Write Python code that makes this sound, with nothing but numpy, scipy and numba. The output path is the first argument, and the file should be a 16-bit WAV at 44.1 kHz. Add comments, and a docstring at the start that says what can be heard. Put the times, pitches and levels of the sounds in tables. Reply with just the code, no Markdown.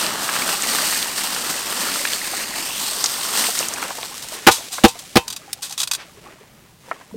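"""Rice patters and hisses from a steel pan into a big wok of boiling water, outdoors, and clumps plop in.
The pan is knocked three times, hard enough to overload the microphone; then a hand scrapes and taps it.
One clear tap rings among these, and the water simmers on under a dull pop and a low gurgle.
Random clicks shaped by filters make the grains and scrapes; fading sine tones make the bubbles and the
ringing metal; filtered noise makes the splats, cracks and outdoor air. One nearby microphone hears it all."""
import sys
import numpy as np
from scipy import signal
from scipy.fft import rfft, irfft
from scipy.io import wavfile
from scipy.ndimage import uniform_filter1d, map_coordinates
from numba import njit

SR = 44100
rng = np.random.default_rng(int(sys.argv[2]) if len(sys.argv) > 2 else 0)


def inscribe(sig):
    """Save sig as 16-bit PCM at rate SR to the path in sys.argv[1].

    A 1-D sig is mono; a 2-D sig holds one channel per row.
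    Samples are clipped to [-1, 1] before scaling.
    """
    pcm = np.round(np.clip(np.atleast_2d(sig).T, -1, 1) * 32767)
    wavfile.write(sys.argv[1], SR, pcm.astype(np.int16))


N = 316108  # length in samples

# In every table t60 is the time a sound takes to fade by 60 dB. Levels are before the mix trims below.
# Low outdoor air. Each row: frequency in Hz, level in dB.
AIR_COLOUR = [(25, -18), (70, -6.5), (170, -3), (320, -15), (8000, -30)]
# A soft swish beside the wok. Each row: middle in seconds, level in dB, spread in seconds, pitch in Hz.
SWISHES = [(6.009, -36.5, 0.022, 2000)]
# The water; the first levels hold from the start. Each row: time in seconds, bubbling in dB, sizzle in dB.
SIMMER = [(4.62, -41, -37.5), (5.04, -48, -42.5), (5.45, -47.5, -48), (6.19, -51.5, -53),
          (6.26, -43, -51.5), (6.48, -58, -58), (6.79, -60.5, -59), (6.89, -42.5, -49), (7.09, -53, -55.5)]
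# Tone of the simmering water. Each row: frequency in Hz, level in dB.
SIMMER_COLOUR = [(250, 0.5), (700, -6.5), (2000, -3), (8500, -7.5), (16000, -20)]
# The stream of rice. Each row: time in seconds, plunge into the water in dB, hiss of single grains in dB.
POUR = [(0.0, -25.5, -23), (0.16, -27.5, -30), (0.24, -27, -24), (0.42, -28, -26), (0.58, -33.5, -28),
        (0.64, -27.5, -23), (0.95, -30.5, -21.5), (1.12, -33, -27), (1.5, -32.5, -28), (1.82, -29, -25),
        (2.22, -35.5, -27), (2.5, -35.5, -32), (2.8, -36, -27), (3.22, -34.5, -27.5), (3.44, -28.5, -20.5),
        (3.52, -37, -22.5), (3.62, -30.5, -23), (3.76, -36, -34.5), (3.87, -34.5, -37.5),
        (3.96, -43.5, -34.5), (4.28, -48.5, -41.5), (4.345, -36.5, -27.5), (4.42, -51, -57)]
# Tone of the rice meeting the water. Each row: frequency in Hz, level in dB.
POUR_COLOUR = [(60, -32), (140, -10), (215, -1.5), (430, -6.5), (1200, 0.5), (2300, -7.5), (3300, -2.5),
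               (4600, 0), (7000, -5), (8500, 0.5), (10900, -12), (13800, -5.5), (16000, -20)]
# Thicker gushes of rice. Each row: middle in seconds, lift in dB, spread in seconds.
GUSHES = [(0.533, 5.5, 0.046), (1.507, 4.5, 0.0081), (4.24, 6, 0.0094)]
# The hollow tone of the stream in the wok. Each row: time in seconds, pitch in Hz, echo share from 0 to 1.
HOLLOW = [(.5, 2100, 0.04), (.9, 2230, 0.21), (1.6, 2400, 0), (2.36, 2150, 0.35), (2.6, 2340, 0.37),
          (2.76, 3190, 0.38), (3.05, 5060, 0.26), (3.2, 4670, 0)]
# The hardest grains ticking on the iron. Each row: start in seconds, peak in dB, pitch in Hz, t60 in seconds.
TICKS = [(.0652, -6, 4400, .004), (.6222, -5, 6800, .01), (1.0273, -5.5, 4200, .005),
         (2.0745, -10.5, 2930, .018), (2.1338, -5, 3790, .006), (3.041, -1.5, 6000, .033),
         (3.059, -5, 5300, 0.032), (3.5902, -3.5, 6800, 0.011), (3.6852, -5, 7500, 0.016),
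         (3.7375, -11, 7000, .025), (4.0303, -12.5, 3280, 0.0063)]
# The biggest clumps and bursting bubbles. Each row: start in seconds, level in dB, pitch in Hz.
PLOPS = [(.089, -13, 1487), (.2908, -7, 1514), (0.3638, -7.5, 1580), (.531, -13, 796), (.785, -8, 1510),
         (.827, -14.5, 705), (0.926, -8.5, 1320), (2.052, -2, 1920), (2.335, -14.5, 854),
         (3.042, -10.5, 1290), (3.487, -13, 767), (3.607, -16, 804), (3.783, -17.5, 1080),
         (3.827, -10.5, 1440), (3.9052, -14, 890), (3.984, -18.5, 765), (4.031, -20.5, 760),
         (4.783, -10.5, 1006), (6.9134, -6, 1133), (7.011, -28.5, 1090)]
# Knocks on the pan. Each row: start in seconds, level in dB, hardness in Hz, crack in dB,
# delay of the rebound in seconds, pitch of the modes left quiet in Hz, ring of the rim in dB.
KNOCKS = [(4.4707, 1.5, 4020, 5, 0.014, 210, -11), (4.841, 12.5, 383, 0.5, 0.0087, 1350, -12),
          (5.16, -1, 398, -9.5, .0085, 1280, -11)]
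# Modes (natural tones) of the pan. Each row: pitch in Hz, level in dB, t60 in seconds.
PAN = [(70.8, -7, 0.023), (125, -8, 0.027), (212, 1.5, 0.03), (338, -1, 0.046), (481, -7.5, 0.072),
       (778.6, -3, 0.083), (858, -7, 0.08), (1013, -11.5, 0.083), (1210, -8.5, 0.08), (1340, -7, 0.046),
       (1476, -0.5, 0.05), (1730, -8.5, 0.052)]
# Long-ringing modes of the pan's rim. Each row: pitch in Hz, level in dB, t60 in seconds.
RIM = [(920, -9, 0.32), (1025, -10, 0.29), (2471, -10, .16), (2635, -4, 0.16), (2850, -5, 0.11),
       (3080, -3.5, 0.13), (3700, -1, .09)]
# Tone of the crack of a knock. Each row: frequency in Hz, level in dB.
CRACK_COLOUR = [(100, 0), (300, -3.5), (1500, -6), (4000, -11), (16000, -27)]
# Loose rice sliding off the pan. Each row: start in seconds, level in dB, t60 in seconds.
SLIDES = [(4.505, -12.5, 0.27), (4.712, -22, 0.36), (4.877, -20.5, 0.12), (4.988, -26.5, 0.094),
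          (5.619, -20.5, 0.22), (5.722, -24, 0.079), (5.785, -23, 0.18)]
# Short scrapes and taps of a hand on the pan. Each row: start in seconds, level in dB.
SCRAPES = [(5.279, -19), (5.301, -18.5), (5.325, -19.5), (5.362, -20.5), (5.694, -30), (5.708, -27),
           (5.777, -17.5), (5.801, -16), (5.814, -16.5), (5.831, -13), (5.873, -18.5), (5.9121, -10),
           (5.9333, -14), (5.947, -17.5)]
# Tone of the scrapes, the slides and the stray grains. Each row: frequency in Hz, level in dB.
SCRAPE_COLOUR = [(400, -24), (1000, -3), (2100, -9), (3500, 0), (6200, 0), (8700, 0), (11000, -8),
                 (14000, -8), (16000, -21)]
# Ring of the metal under a scrape or slide. Each row: pitch in Hz, level in dB.
METAL = [(1080, -8), (2530, -0.5), (3410, -2.5), (3820, 3), (4720, 1), (6280, -3), (8400, -2.5)]
# Large steam bubbles, the last ones running into a gurgle. Each row: start in seconds, peak in dB, pitch in Hz.
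BLIPS = [(5.478, -36.5, 786), (5.59, -41, 806), (5.705, -36, 786), (6.172, -41.5, 405), (6.409, -41, 420),
         (7.126, -32, 207), (7.142, -26, 440), (7.152, -27, 233)]
# Modes of the one hard, bright tap on the steel. Each row: pitch in Hz, level in dB.
CLINK = [(3677, -6), (5400, 1.5), (7370, -4), (9250, 4.5), (11200, -5), (12800, -1)]

SURGE_DB, SURGE_PER_S = 1.49, 18  # the stream comes unevenly over the rim
FIZZ_DB, FIZZ_OCTAVES = -5, .17  # fine bubbles around the hollow pitch
SLAP_DB, SLAP_CYCLES = -3.5, 4.3  # the surface slaps shut in a few cycles
PLOP_CYCLES = 42  # cycles until a pocket of air has died
TOUCH_LEAD_S, TOUCH_DB, TOUCH_CRACK_DB, TOUCH_HZ = 0.0038, -14.5, -9, 2000  # light touch before each blow
REBOUND_DB, REBOUND_CRACK_DB, REBOUND_HARDER = -2, -2, 1.9  # the pan hits again, harder in tone
NODE_DB, NODE_OCTAVES = -13, 0.49  # modes with a node (still point) under the blow stay quiet
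RIM_LAG_S = 0.01  # the rim takes a moment to start ringing
SLIDE_SWELL = 0.051  # share of its t60 that a slide takes to build up
SCRAPE_SWELL_S, SCRAPE_T60_S = 0.0021, 0.05
METAL_DB, METAL_SCATTER_DB, METAL_WIDTH_HZ = 7, 3, 79
BLIP_T60_S, BLIP_RISE_PER_S = 0.069, 1.7  # fade; share by which the pitch rises each second
CLINK_S, CLINK_DB, CLINK_CYCLES = 5.5302, -20, 154  # start; level; cycles until a mode has died
TOP_HZ = 16000


def undb(db):
    """Turn decibels into a gain."""
    return 10 ** (np.asarray(db) / 20)


def unit(x):
    """Scale a sound to an average (rms) level of 1."""
    return x / np.sqrt(np.mean(x ** 2) + 1e-20)


def curves(table):
    """Draw lines between the rows of a table that starts with seconds: one value a sample."""
    s, *columns = np.transpose(table)
    return [np.interp(np.arange(N) / SR, s, c) for c in columns]


def add(out, s, sound):
    """Mix a sound in at a time in seconds."""
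    start = max(int(s * SR), 0)
    out[start:start + len(sound)] += sound[:max(N - start, 0)]


def fade(t, t60):
    """Die away smoothly, losing 60 dB in t60 seconds."""
    return np.exp(-np.log(1000) * t / t60)


def band(x, kind, hz, order=3):
    """Keep part of the frequency range with a Butterworth filter."""
    hz = np.minimum(hz, SR / 2 - 1000)
    return signal.sosfilt(signal.butter(order, hz, kind, fs=SR, output="sos"), x)


def colour(x, points, size=2048):
    """Shape the tone through (Hz, dB) points without sounding early; the result has rms 1."""
    hz, db = np.transpose(points)
    gain_db = np.interp(np.log(np.arange(size // 2 + 1) * SR / size + 1), np.log(hz), db)
    # folding the cepstrum puts the filter's energy at its start
    cepstrum = irfft(np.log(undb(gain_db)))
    cepstrum[1:size // 2] *= 2
    cepstrum[size // 2 + 1:] = 0
    impulse = irfft(np.exp(rfft(cepstrum)))
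    return unit(signal.fftconvolve(x, impulse)[:len(x)])


def walk(rate):
    """Wander between random levels, rate of them a second; rms near 1."""
    hold = max(int(SR / rate), 1)
    steps = np.repeat(rng.standard_normal(N // hold + 1), hold)
    return unit(uniform_filter1d(steps, hold)[:N])


def patter(rate, spread_db):
    """Tiny impacts at random moments, with sizes scattered in dB."""
    hit = rng.random(N) < rate / SR
    size_db = spread_db * np.minimum(rng.standard_normal(N), 2)
    return unit(hit * rng.choice([-1, 1], N) * undb(size_db))


def clumping(rate, t60):
    """Sudden surges that die away, as clumps of grains land; mean 1."""
    hits = (rng.random(N) < rate / SR) * rng.exponential(size=N)
    surges = signal.fftconvolve(hits, fade(np.arange(SR // 10) / SR, t60))[:N]
    return np.abs(surges / np.mean(surges))


@njit
def ring(starts, hz, cycles, size, glide):
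    """Fading sines that rise in pitch as they die, like bubbles nearing the surface."""
    out = np.zeros(N)
    for k in range(len(starts)):
        length, phase = int(cycles[k] * SR / hz[k]), 0.
        for i in range(min(length, N - starts[k])):
            phase += 2 * np.pi * hz[k] * (1 + glide * i / length) / SR
            out[starts[k] + i] += size[k] * np.exp(-6.9 * i / length) * np.sin(phase)
    return out


def bubbles(rate, centre_hz, octaves, cycles, spread_db, glide=0.11):
    """A swarm of bubbles spread some octaves either side of a pitch."""
    when, pitch, life, loud = rng.random((int(rate * N / SR), 4)).T
    starts = (when * N).astype(np.int64)
    ratio = 2 ** (octaves * (2 * pitch - 1))
    # small bubbles are short and sharp
    size = undb(-spread_db * np.log(np.maximum(loud, np.exp(-4)))) * ratio
    hz = (centre_hz * np.ones(N))[starts] * ratio
    return unit(ring(starts, hz, cycles * (.5 + life), size, float(glide)))


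def surroundings():
    """Low-pitched noise makes the wandering outdoor rumble; a band of noise swells into a soft swish."""
    t = np.arange(N) / SR
    out = colour(rng.standard_normal(N), AIR_COLOUR) * undb(-52.0 + 1.5 * walk(12.0))
    for s, db, length, hz in SWISHES:
        rub = unit(band(rng.standard_normal(N), "band", [hz * 0.32, hz * 1.8], order=2))
        out += undb(db) * rub * np.exp(-.5 * ((t - s) / length) ** 2)
    return out


def simmer():
    """Small bubbles burst around the rice and sizzle at the hot rim."""
    bubbling_db, sizzle_db = curves(SIMMER)
    water = colour(patter(rate=9700, spread_db=8.0), SIMMER_COLOUR)
    small_blips = bubbles(rate=90, centre_hz=622, octaves=1.0, cycles=39, spread_db=2.5)
    bubbling = unit(band(water, "band", [250, 2500])) + undb(-2.0) * small_blips
    bubbling *= undb(bubbling_db - 3.0 + 2.6 * walk(35))
    sizzle = unit(band(water, "high", 2500)) * undb(sizzle_db + 0.72 * walk(40))
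    return bubbling + sizzle


def hollow(x):
    """A close echo off the curved iron lifts one pitch and cancels the octave below; it slides with the stream."""
    hz, share = curves(HOLLOW)
    share = np.clip(share, 0, .9)
    echo = map_coordinates(x, [np.arange(N) - SR / hz], order=3, mode="nearest")
    # the grains scatter the treble and the bass bends round the wall, so neither echoes
    treble = signal.sosfiltfilt(signal.butter(2, 6500, "high", fs=SR, output="sos"), echo)
    bass = signal.sosfiltfilt(signal.butter(2, 700, "low", fs=SR, output="sos"), echo)
    return x + share * (echo - treble - bass)


def pour():
    """Grains strike the water and drag air under; the thinner the stream, the more single clumps stand out."""
    t = np.arange(N) / SR
    plunge_db, hiss_db = curves(POUR)
    gush_db = sum(db * np.exp(-.5 * ((t - s) / length) ** 2) for s, db, length in GUSHES)
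    surge_db = SURGE_DB * walk(SURGE_PER_S) + gush_db

    lumpy = np.clip(0.2 * undb(-.5 * (hiss_db - hiss_db.max())), 0, 1)
    stream = np.sqrt(1 - lumpy + lumpy * clumping(rate=140, t60=0.041))
    impacts = patter(rate=4500, spread_db=2.0) * stream
    trapped_air = bubbles(rate=600, centre_hz=788, octaves=1.81, cycles=18.0, spread_db=3.5)
    water = colour(impacts + undb(-11.5) * trapped_air, POUR_COLOUR)

    small_plops = bubbles(rate=42, centre_hz=1146, octaves=1.3, cycles=38, spread_db=3.5)
    plunge = unit(band(water, "low", 1590)) + undb(-11.0) * small_plops
    plunge *= undb(plunge_db + surge_db - 1.32)
    splash = unit(band(water, "band", [1800, 3000]))
    splash *= undb((plunge_db + hiss_db) / 2 + surge_db - 4.0)
    # single grains, each with its own pitch
    pings = bubbles(rate=450, centre_hz=5660, octaves=0.796, cycles=66, spread_db=2.0)
    hiss = unit(band(water, "high", 4140)) + undb(-9) * pings
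    hiss *= undb(hiss_db + surge_db - 1.1)

    hollow_hz, share = curves(HOLLOW)
    fizz = bubbles(rate=900, centre_hz=hollow_hz, octaves=FIZZ_OCTAVES, cycles=57.6, spread_db=3.5)
    fizz *= share * undb(hiss_db + FIZZ_DB)
    running = np.clip(1 - (t - POUR[-1][0]) * 20, 0, 1)  # the stream ends as the pan empties
    return (hollow(plunge + splash + hiss) + fizz) * running


def strays():
    """Stray grains bounce on the bare iron beside the stream and stand out as it thins."""
    grains = colour(patter(rate=4900, spread_db=6.5), SCRAPE_COLOUR)
    rattle = np.sqrt(clumping(rate=54, t60=0.012)) * grains
    return rattle * undb(-39.5) * (np.arange(N) / SR < POUR[-2][0])


def ticks():
    """A single hard grain gives a very short bright burst of noise."""
    out, t = np.zeros(N), np.arange(SR // 20) / SR
    for s, db, hz, t60 in TICKS:
        noise = rng.standard_normal(len(t)) * fade(t, t60)
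        burst = band(noise, "band", [hz * 0.72, hz * 1.27], order=2)
        add(out, s, undb(db - 0.9) * burst / np.abs(burst).max())
    return out


def plops():
    """A clump slaps the surface; the pocket of air rings briefly at a few pitches inside a wet splat."""
    out, t = np.zeros(N), np.arange(SR // 8) / SR
    for s, db, hz in PLOPS:
        shape = 1 + 0.078 * rng.standard_normal(size=3)  # no two pockets are alike
        tones = zip(shape, [(.6, 0.33), (1, 0.78), (1.44, 0.37)])  # pitch ratio, gain
        pocket = sum(gain * np.sin(2 * np.pi * hz * ratio * k * t) for k, (ratio, gain) in tones)
        splat = unit(band(rng.standard_normal(len(t)), "low", 2 * hz))
        body = (undb(-8.5) * pocket + undb(-9) * splat) * fade(t, PLOP_CYCLES / hz)
        body = band(body, "band", [hz / 2, 2 * hz])
        slap = undb(SLAP_DB) * np.sin(2 * np.pi * hz * t) * fade(t, SLAP_CYCLES / hz)
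        add(out, s, undb(db) * (band(slap, "high", hz / 2, order=1) + body))
    return out


def contacts():
    """Every knock is a light touch, the blow and a rebound: start, level, hardness, crack, quiet pitch."""
    for s, db, hard_hz, crack_db, rebound_s, node_hz, _ in KNOCKS:
        yield s - TOUCH_LEAD_S, TOUCH_DB, TOUCH_HZ, TOUCH_CRACK_DB, node_hz
        yield s, db, hard_hz, crack_db, node_hz
        yield s + rebound_s, REBOUND_DB, REBOUND_HARDER * hard_hz, REBOUND_CRACK_DB, node_hz


def knocks():
    """Each contact cracks and rings the hand-damped pan; soft ones rouse less treble, and the free rim rings on."""
    out, t = np.zeros(N), np.arange(SR // 3) / SR
    for s, db, hard_hz, crack_db, node_hz in contacts():
        grip = 1 + 0.014 * rng.standard_normal(len(PAN))  # the hand detunes the modes a little
        shell = np.zeros(len(t))
        for k, (hz, mode_db, t60) in enumerate(PAN):
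            quiet_db = NODE_DB * np.exp(-(np.log2(hz / node_hz) / NODE_OCTAVES) ** 2)
            gain = (-1) ** k * undb(mode_db + quiet_db) / np.hypot(1, hz / hard_hz)
            shell += gain * np.sin(2 * np.pi * hz * grip[k] * t) * fade(t, t60)
        crack = colour(rng.standard_normal(len(t)), CRACK_COLOUR) * fade(t, 0.058)
        # loose grains in the pan
        rattle = band(rng.standard_normal(len(t)), "band", [2500, 9000], order=1) * fade(t, 0.18)
        add(out, s, undb(db) * shell + undb(crack_db) * (crack + undb(-22.0) * rattle))
    for s, *_, rim_db in KNOCKS:
        rim = sum(undb(db) * np.sin(2 * np.pi * (hz * t + rng.random())) * fade(t, t60)
                  for hz, db, t60 in RIM)
        add(out, s + RIM_LAG_S, undb(rim_db - 9.0) * rim)
    return band(out, "high", 69, order=2)


def scrapes_and_slides():
    """Short bright scrapes and taps of a hand, and rice sliding off, each ring the pan's metal differently."""
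    out, t = np.zeros(N), np.arange(SR // 3) / SR
    friction = colour(patter(rate=9000, spread_db=4.5), SCRAPE_COLOUR)
    strokes = [(s, db, SLIDE_SWELL * t60, t60) for s, db, t60 in SLIDES]
    strokes += [(s, db, SCRAPE_SWELL_S, SCRAPE_T60_S) for s, db in SCRAPES]
    for s, db, swell, t60 in strokes:
        envelope = np.minimum(t / swell, 1) * fade(np.maximum(t - swell, 0), t60)
        burst = friction[int(s * SR):][:len(t)] * envelope
        metal = np.zeros(len(t))
        for hz, mode_db in METAL:
            gain = undb(METAL_DB + mode_db + METAL_SCATTER_DB * rng.standard_normal())
            edges = [hz - METAL_WIDTH_HZ / 2, hz + METAL_WIDTH_HZ / 2]
            metal += gain * band(burst, "band", edges, order=1)
        tight = min(0.024 / t60, 1)  # a shorter burst rings the metal more
        stroke = band(burst + metal * np.sqrt(tight), "high", 350, order=1)
        add(out, s, undb(db - 3.7 - 2.2 * tight) * stroke)
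    return out


def blips():
    """Large steam bubbles well up through the rice, each a round tone that rises a little."""
    out, t = np.zeros(N), np.arange(SR // 8) / SR
    for s, db, hz in BLIPS:
        swell = (1 - np.exp(-t * hz)) * fade(t, BLIP_T60_S)
        tone = np.sin(2 * np.pi * hz * t * (1 + BLIP_RISE_PER_S * t / 2))
        add(out, s, undb(db) * swell / swell.max() * tone)
    return out


def clink():
    """A hard tap clicks and rings a few high modes of the steel; the highest die first."""
    out, t = np.zeros(N), np.arange(SR // 8) / SR
    click = unit(band(rng.standard_normal(len(t)), "band", [2800, 13000], order=1)) * fade(t, .033)
    add(out, CLINK_S, undb(-17) * click)
    tones = sum(undb(db) * np.sin(2 * np.pi * (hz * t + rng.random())) * fade(t, CLINK_CYCLES / hz)
                for hz, db in CLINK)
    add(out, CLINK_S, undb(CLINK_DB) * tones)
    return out


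def scene():
    """Add all sources at one microphone, the same in both channels."""
    mono = surroundings() + simmer() + pour() + strays() + ticks() + plops()
    mono += knocks() + scrapes_and_slides() + blips() + clink()
    return np.array([mono, mono])


def record(dry):
    """The overloaded microphone clips flat at full scale; then the top of the treble is cut."""
    clipped = np.clip(dry, -1, 1)
    return signal.sosfiltfilt(signal.ellip(8, .05, 50, TOP_HZ, fs=SR, output="sos"), clipped)


dry = scene()
out = record(dry)
inscribe(out)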